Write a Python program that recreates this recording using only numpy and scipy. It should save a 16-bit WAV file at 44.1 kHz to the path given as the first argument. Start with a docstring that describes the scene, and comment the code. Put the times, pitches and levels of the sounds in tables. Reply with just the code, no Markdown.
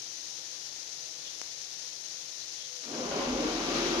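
"""Water churns through a sewage pump unit in a tiled pit in a small utility room, heard from above. Before it
moves, a steady hiss sits on the left over a faint hum, with one dry tick and a brief whirr. Then countless tiny
impacts of water make a hollow rumble and splashing that grows brighter. The flow sets the pipes ringing and
droning, trapped air gulps, and a long pipe booms deep below it all."""
import sys
import numpy as np
from scipy import signal
from scipy.fft import rfft, irfft
from scipy.io import wavfile

SR = 44100
rng = np.random.default_rng(int(sys.argv[2]) if len(sys.argv) > 2 else 0)


def dump_mix(stems):
    """Bounce the given channels to the path in sys.argv[1] as a 16-bit WAV at rate SR."""
    frames = np.atleast_2d(stems).T  # one column per channel
    limited = np.clip(frames, -1, 1)  # hard clip at full scale
    pcm = np.round(limited * 32767).astype(np.int16)
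    wavfile.write(sys.argv[1], SR, pcm)


N = 176400
T, HZ = np.arange(N) / SR, np.fft.rfftfreq(N, 1 / SR)

# strength of the flow: time_s, level_db
FLOW_LEVEL = [(2.828, -36), (2.84, -25), (2.89, -9), (2.95, -4.5), (3.06, -6), (3.16, -1.5), (3.3, -2),
              (3.45, -1), (3.62, -4), (3.72, -0.5), (3.87, -1), (4, 0.5)]
# strength of the churning: time_s, level_db
CHURN_LEVEL = [(2.83, -20.5), (2.87, -21), (2.89, -12.5), (2.92, -11), (2.935, -8.5), (2.99, -4),
               (3.07, -4.5), (3.12, 0.5), (3.2, 3), (3.33, -1.5), (3.41, -0.5), (3.6, -1), (3.72, 0),
               (3.85, -3.5), (4, 1.5)]
# how much louder water and ringing are on the left: frequency_hz, difference_db
LEFT_LEAN = [(50, 2.3), (300, -0.5), (550, 2.5), (1200, 1), (2500, 3), (4000, 7.5), (5500, 10.5),
             (6600, 12.5), (8000, -1), (14000, 2)]


def amp(db):
    """Turns decibels into a number to multiply by."""
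    return 10 ** (np.asarray(db) / 20)


def unit(x):
    """Scales a signal to an average strength (rms) of 1."""
    return x / np.sqrt(np.mean(x ** 2) + 1e-20)


def spectrum(points):
    """Joins a table's points into a curve over all frequencies, on a log axis."""
    hz, value = np.transpose(points)
    return np.interp(np.log(HZ + 1), np.log(hz + 1), value)


def level(points):
    """Joins (time, decibel) points into a volume curve, silent before the first."""
    s, db = np.transpose(points)
    return amp(np.interp(T, s, db)) * (T > s[0])


def bump(centre_s, length_s):
    """A smooth rise and fall around one moment."""
    return np.exp(-(2 * (T - centre_s) / length_s) ** 2)


def wander(rate_hz):
    """A smooth random wobble; a higher rate makes it quicker."""
    keep_slow = np.exp(-(HZ / rate_hz) ** 2) * (HZ > 0)
    return unit(irfft(rfft(rng.standard_normal(N)) * keep_slow, N))


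def tone(hz, waver, rate_hz):
    """A pure note whose pitch wobbles by about the fraction `waver`."""
    pitch_hz = hz * (1 + waver * wander(rate_hz))
    return np.sin(2 * np.pi * np.cumsum(pitch_hz) / SR)


def noise():
    """Two unrelated white noises."""
    return rng.standard_normal((2, N))


def impacts(per_s, spread_db):
    """Two streams of random clicks of uneven size."""
    size = amp(spread_db * np.minimum(rng.exponential(1, (2, N)), 4))
    return unit(size * np.sign(noise()) * (rng.random((2, N)) < per_s / SR))


def at_mics(drive, gain, lean_db=0):
    """Shapes the tone of two noises and blends them into left and right, the left slightly later."""
    # how alike the two microphones sound: frequency_hz, likeness (1 = the same)
    likeness = [(40, 1), (160, 0.98), (380, 0.82), (700, 0.66), (1000, 0.33), (1600, 0.38), (2600, 0.026),
                (14000, 0.3)]
    left_lag_s = .00018
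    first, second = rfft(drive)
    alike = np.clip(spectrum(likeness), -1, 1)
    mid, side = first * np.sqrt(1 + alike), second * np.sqrt(1 - alike)
    left = (mid + side) * amp(lean_db / 2) * np.exp(-2j * np.pi * HZ * left_lag_s)
    right = (mid - side) * amp(-lean_db / 2)
    return unit(irfft(np.array([left, right]) * gain, N))


def ringing(notes):
    """Random swirling keeps notes ringing; the smaller the width, the purer the note."""
    return sum(amp(db) * at_mics(noise(), 1 / (1 + 1j * (HZ - hz) / width) ** 2, spectrum(LEFT_LEAN))
               for hz, width, db in notes)


def hiss():
    """Tiny clicks, too many to tell apart, blur into a steady, slightly fluttering hiss."""
    # tone of the hiss on each side: frequency_hz, relative_db
    left_colour = [(300, -36), (1200, -22.5), (1900, -16), (2900, -13.5), (3600, -8), (4700, -5),
                   (5600, -1.5), (6400, -1), (6850, -7), (7400, -18.5), (8600, -28), (10500, -26),
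                   (14000, -40)]
    right_colour = [(300, -13.5), (1200, -9.5), (1900, -4), (3000, -4.5), (3900, -0.5), (5200, 0),
                    (5950, 2), (6700, -5), (8500, -8), (11000, -12), (14000, -22)]
    left_clicks, right_clicks = impacts(per_s=14000, spread_db=1.5)
    left = amp(-38) * unit(irfft(rfft(left_clicks) * amp(spectrum(left_colour)), N))
    right = amp(-50.5) * unit(irfft(rfft(right_clicks) * amp(spectrum(right_colour)), N))
    flutter_db = 0.61 * wander(rate_hz=47)
    return np.array([left, right]) * amp(flutter_db)


def room():
    """Faint room noise and hums, which sink just before the flow starts."""
    # tone of the room noise: frequency_hz, relative_db
    colour = [(20, -19), (55, -6), (78, -9), (95, -1.5), (125, -5.5), (156, -2.5), (185, -6.5), (270, -6),
              (318, -3.5), (370, 0), (500, 0), (800, -1.5), (1200, -7.5), (2500, -18)]
    # notes ringing in the room: pitch_hz, width_hz, level_db
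    hums = [(150, 6.9, -74), (501.6, 4.5, -72), (642, 3.1, -75.5)]
    # rise and fall of both: time_s, change_db
    loudness = [(0, 0), (1.2, 0.5), (1.9, -1), (2.6, -.5), (2.7, -3), (4, -7)]
    background = amp(-59) * at_mics(noise(), amp(spectrum(colour)), lean_db=0.5)
    return (background + ringing(hums)) * level(loudness)


def idle_hum():
    """A quiet, clear hum that fades before the water moves."""
    # strength of the hum: time_s, level_db
    loudness = [(0, -64), (.2, -68), (.5, -70.5), (2.55, -72), (2.68, -86)]
    return level(loudness) * tone(320.4, waver=0.0053, rate_hz=8)


def whistles():
    """Brief, fuzzy whistles rise out of the hiss."""
    # one whistle a row: centre_s, length_s, pitch_hz, width_hz, level_db
    swells = [(1.272, 0.046, 3320, 380, -45.5), (2.422, 0.034, 4100, 450, -47),
              (2.632, 0.11, 3330, 380, -48)]
    return sum(ringing([(hz, width, db)]) * bump(s, length) for s, length, hz, width, db in swells)


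def tick():
    """One dry tick at the left microphone: a short push and a very brief ring."""
    start_s, push_s, ring_hz, decay_s = 1.41576, .000058, 5500, .0006
    t = T - start_s
    after = np.maximum(t, 0)
    push = -amp(-13.8) * np.exp(-(t / push_s) ** 2)
    ring = amp(-16) * np.exp(-after / decay_s) * np.sin(2 * np.pi * ring_hz * after)
    click = signal.lfilter(*signal.butter(2, [270, 10000], "band", fs=SR), push + ring)
    return np.outer([1, 0], click)


def whirr():
    """A few wobbling notes swell briefly just before the flow starts."""
    # notes of the whirr: pitch_hz, level_db
    notes = [(482, -66), (501, -61), (662, -67)]
    chord = sum(amp(db) * tone(hz, waver=0.0248, rate_hz=39.5) for hz, db in notes)
    return chord * bump(centre_s=2.79, length_s=0.22)


def water(colour, per_s, spread_db, surge_db, surge_hz):
    """Many tiny impacts of water that come in uneven waves."""
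    hits = impacts(per_s, spread_db) * amp(surge_db * wander(surge_hz))
    return at_mics(hits, amp(spectrum(colour)), spectrum(LEFT_LEAN))


def surging():
    """A volume curve that lifts briefly as each surge of water passes through the pipe."""
    # one surge a row: centre_s, length_s, lift_db
    surges = [(3.058, 0.029, 3.5), (3.157, 0.023, 0), (3.238, 0.022, 2.5), (3.405, 0.027, 2.5),
              (3.462, .025, 4.5), (3.695, .025, 3.5), (3.772, .035, 3), (3.836, 0.016, 5),
              (3.868, 0.016, 5), (3.903, .018, 0.5), (3.992, 0.027, 3)]
    return amp(sum(db * bump(s, length) for s, length, db in surges))


def rushing_water():
    """Water runs through the unit: low rumble and ringing pipes, churning above, splashing on top."""
    # tone of each layer of water: frequency_hz, relative_db
    rumble_colour = [(25, -40), (95, -29), (125, -10.5), (162, -3.5), (185, -6.5), (230, 1.5), (275, 3),
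                     (330, 2), (400, -0.5), (520, -3), (800, -28), (2000, -61)]
    churn_colour = [(200, -14.5), (420, -2.5), (540, 1), (650, -1.5), (760, -0.5), (880, -1.5), (1050, -3),
                    (1350, -6.5), (1700, -13), (3000, -12.5), (7000, -50)]
    splash_colour = [(400, -17), (1200, 4), (1800, 2), (2600, 2), (3600, 2.5), (5200, 0.1), (6300, -2.5),
                     (7300, -14.5), (8800, -20.5), (11500, -23.5), (14000, -30)]
    # strength of the splashing: time_s, level_db
    splash_level = [(2.828, -24), (2.837, -14), (2.915, -22), (2.935, -10.5), (3.04, -15.5), (3.16, -6.5),
                    (3.36, -9.5), (3.47, -5), (3.64, -5), (3.79, 0.5), (3.87, 0.1), (4, -4)]
    rumble = amp(-36) * water(rumble_colour, per_s=2600, spread_db=2, surge_db=-0.2, surge_hz=25)
    churn = amp(-36) * water(churn_colour, per_s=3400, spread_db=2.5, surge_db=1.0, surge_hz=35)
    splash = amp(-33) * water(splash_colour, per_s=5000, spread_db=2.0, surge_db=0.45, surge_hz=45)
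    body = (rumble * level(FLOW_LEVEL) + pipes()) * surging()
    return body + churn * level(CHURN_LEVEL) + splash * level(splash_level)


def pipes():
    """The pipes' low notes ring from the first push; the higher ones join as the water churns."""
    # notes of the pipes: pitch_hz, width_hz, level_db
    notes = [(161, 11, -61), (228.6, 5.6, -48), (243, 9.4, -46.5), (324, 8.1, -47), (351.5, 8.2, -54),
             (374, 12.5, -46.5), (424.6, 13, -48.5), (471.7, 6.7, -47.5), (553, 4.2, -45.5),
             (611, 8.4, -48.5), (705, 8.6, -47.5), (1045, 4.7, -53.5), (1173, 13, -57.5),
             (1445.5, 11, -52.5)]
    split_hz = 450
    return sum(ringing([(hz, width, db)]) * level(CHURN_LEVEL if hz > split_hz else FLOW_LEVEL)
               for hz, width, db in notes)


def drone():
    """Air and water in the pipe sing one rough, hollow note that climbs in pitch."""
    # path of the note: time_s, pitch_hz, level_db
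    path = [(2.83, 261, -60), (2.86, 271.6, -60), (2.92, 284, -49.5), (3.2, 280, -51), (3.37, 298.1, -49),
            (3.41, 314, -36.5), (3.55, 326, -33), (3.63, 328.3, -39), (3.71, 333, -37.5), (3.859, 350, -33),
            (4, 335.3, -35)]
    s, hz, db = np.transpose(path)
    note = tone(np.interp(T, s, hz), waver=0.0472, rate_hz=84)
    flutter = 1 + 0.43 * wander(rate_hz=85)
    return level(np.transpose([s, db])) * surging() * flutter * note


def deep_pipe():
    """The flow sets a long pipe ringing in two deep notes, and a boom builds up."""
    # deep notes of the long pipe: pitch_hz, width_hz, level_db
    notes = [(37.3, 2.4, -56.5), (62.2, 5.5, -60.5)]
    # growth of the boom: time_s, change_db
    build_up = [(2.85, -22), (3.0, -9), (3.13, -3), (3.28, 6), (3.55, -0.5), (4, 1)]
    return ringing(notes) * level(build_up)


def gulps():
    """Pockets of trapped air each sound a short, wobbling note."""
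    # one gulp a row: centre_s, length_s, pitch_hz, level_db
    pockets = [(3.015, 0.051, 488.5, -35), (3.168, 0.042, 420, -34), (3.303, 0.066, 250, -28.5),
               (3.323, 0.06, 62, -43), (3.41, 0.098, 549.6, -35.5), (3.44, 0.084, 300.5, -33),
               (3.735, 0.12, 1190, -40), (3.968, 0.051, 834, -42)]
    return sum(amp(db) * bump(s, length) * tone(hz, waver=0.0389, rate_hz=70.4)
               for s, length, hz, db in pockets)


def walls(sound, echo_db):
    """Sound bounces off the tiles, giving each microphone its own short echo."""
    fade_s, thin_below_hz = 0.35, 800  # the echo falls 60 dB in fade_s and has little bass
    tail = noise() * np.exp(-np.log(1000) * T / fade_s)
    echo_gain = amp(echo_db) * HZ ** 2 / (HZ ** 2 + thin_below_hz ** 2)
    echo = echo_gain * rfft(tail / np.linalg.norm(tail[0]))
    response = irfft((1 + echo) / np.sqrt(1 + echo_gain ** 2), N)
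    return signal.fftconvolve(sound, response[:, :SR // 2], axes=1)[:, :N]


def scene():
    """All sources together; the hiss, whistles and rushing water echo off the tiles."""
    hissing = walls(hiss() + whistles(), echo_db=-9)
    flowing = walls(rushing_water(), echo_db=-4.5) + gulps() + drone() + deep_pipe()
    return hissing + flowing + room() + idle_hum() + whirr() + tick()


def record(dry):
    """Trims away the deepest bass and the highest treble."""
    low_hz, high_hz = 32, 14200
    trimmed = signal.sosfilt(signal.butter(6, low_hz, "high", fs=SR, output="sos"), dry)
    treble_cut = signal.firwin(511, high_hz, window=("kaiser", 9), fs=SR)
    return signal.oaconvolve(trimmed, treble_cut[None], "same")


dry = scene()
out = record(dry)
dump_mix(out)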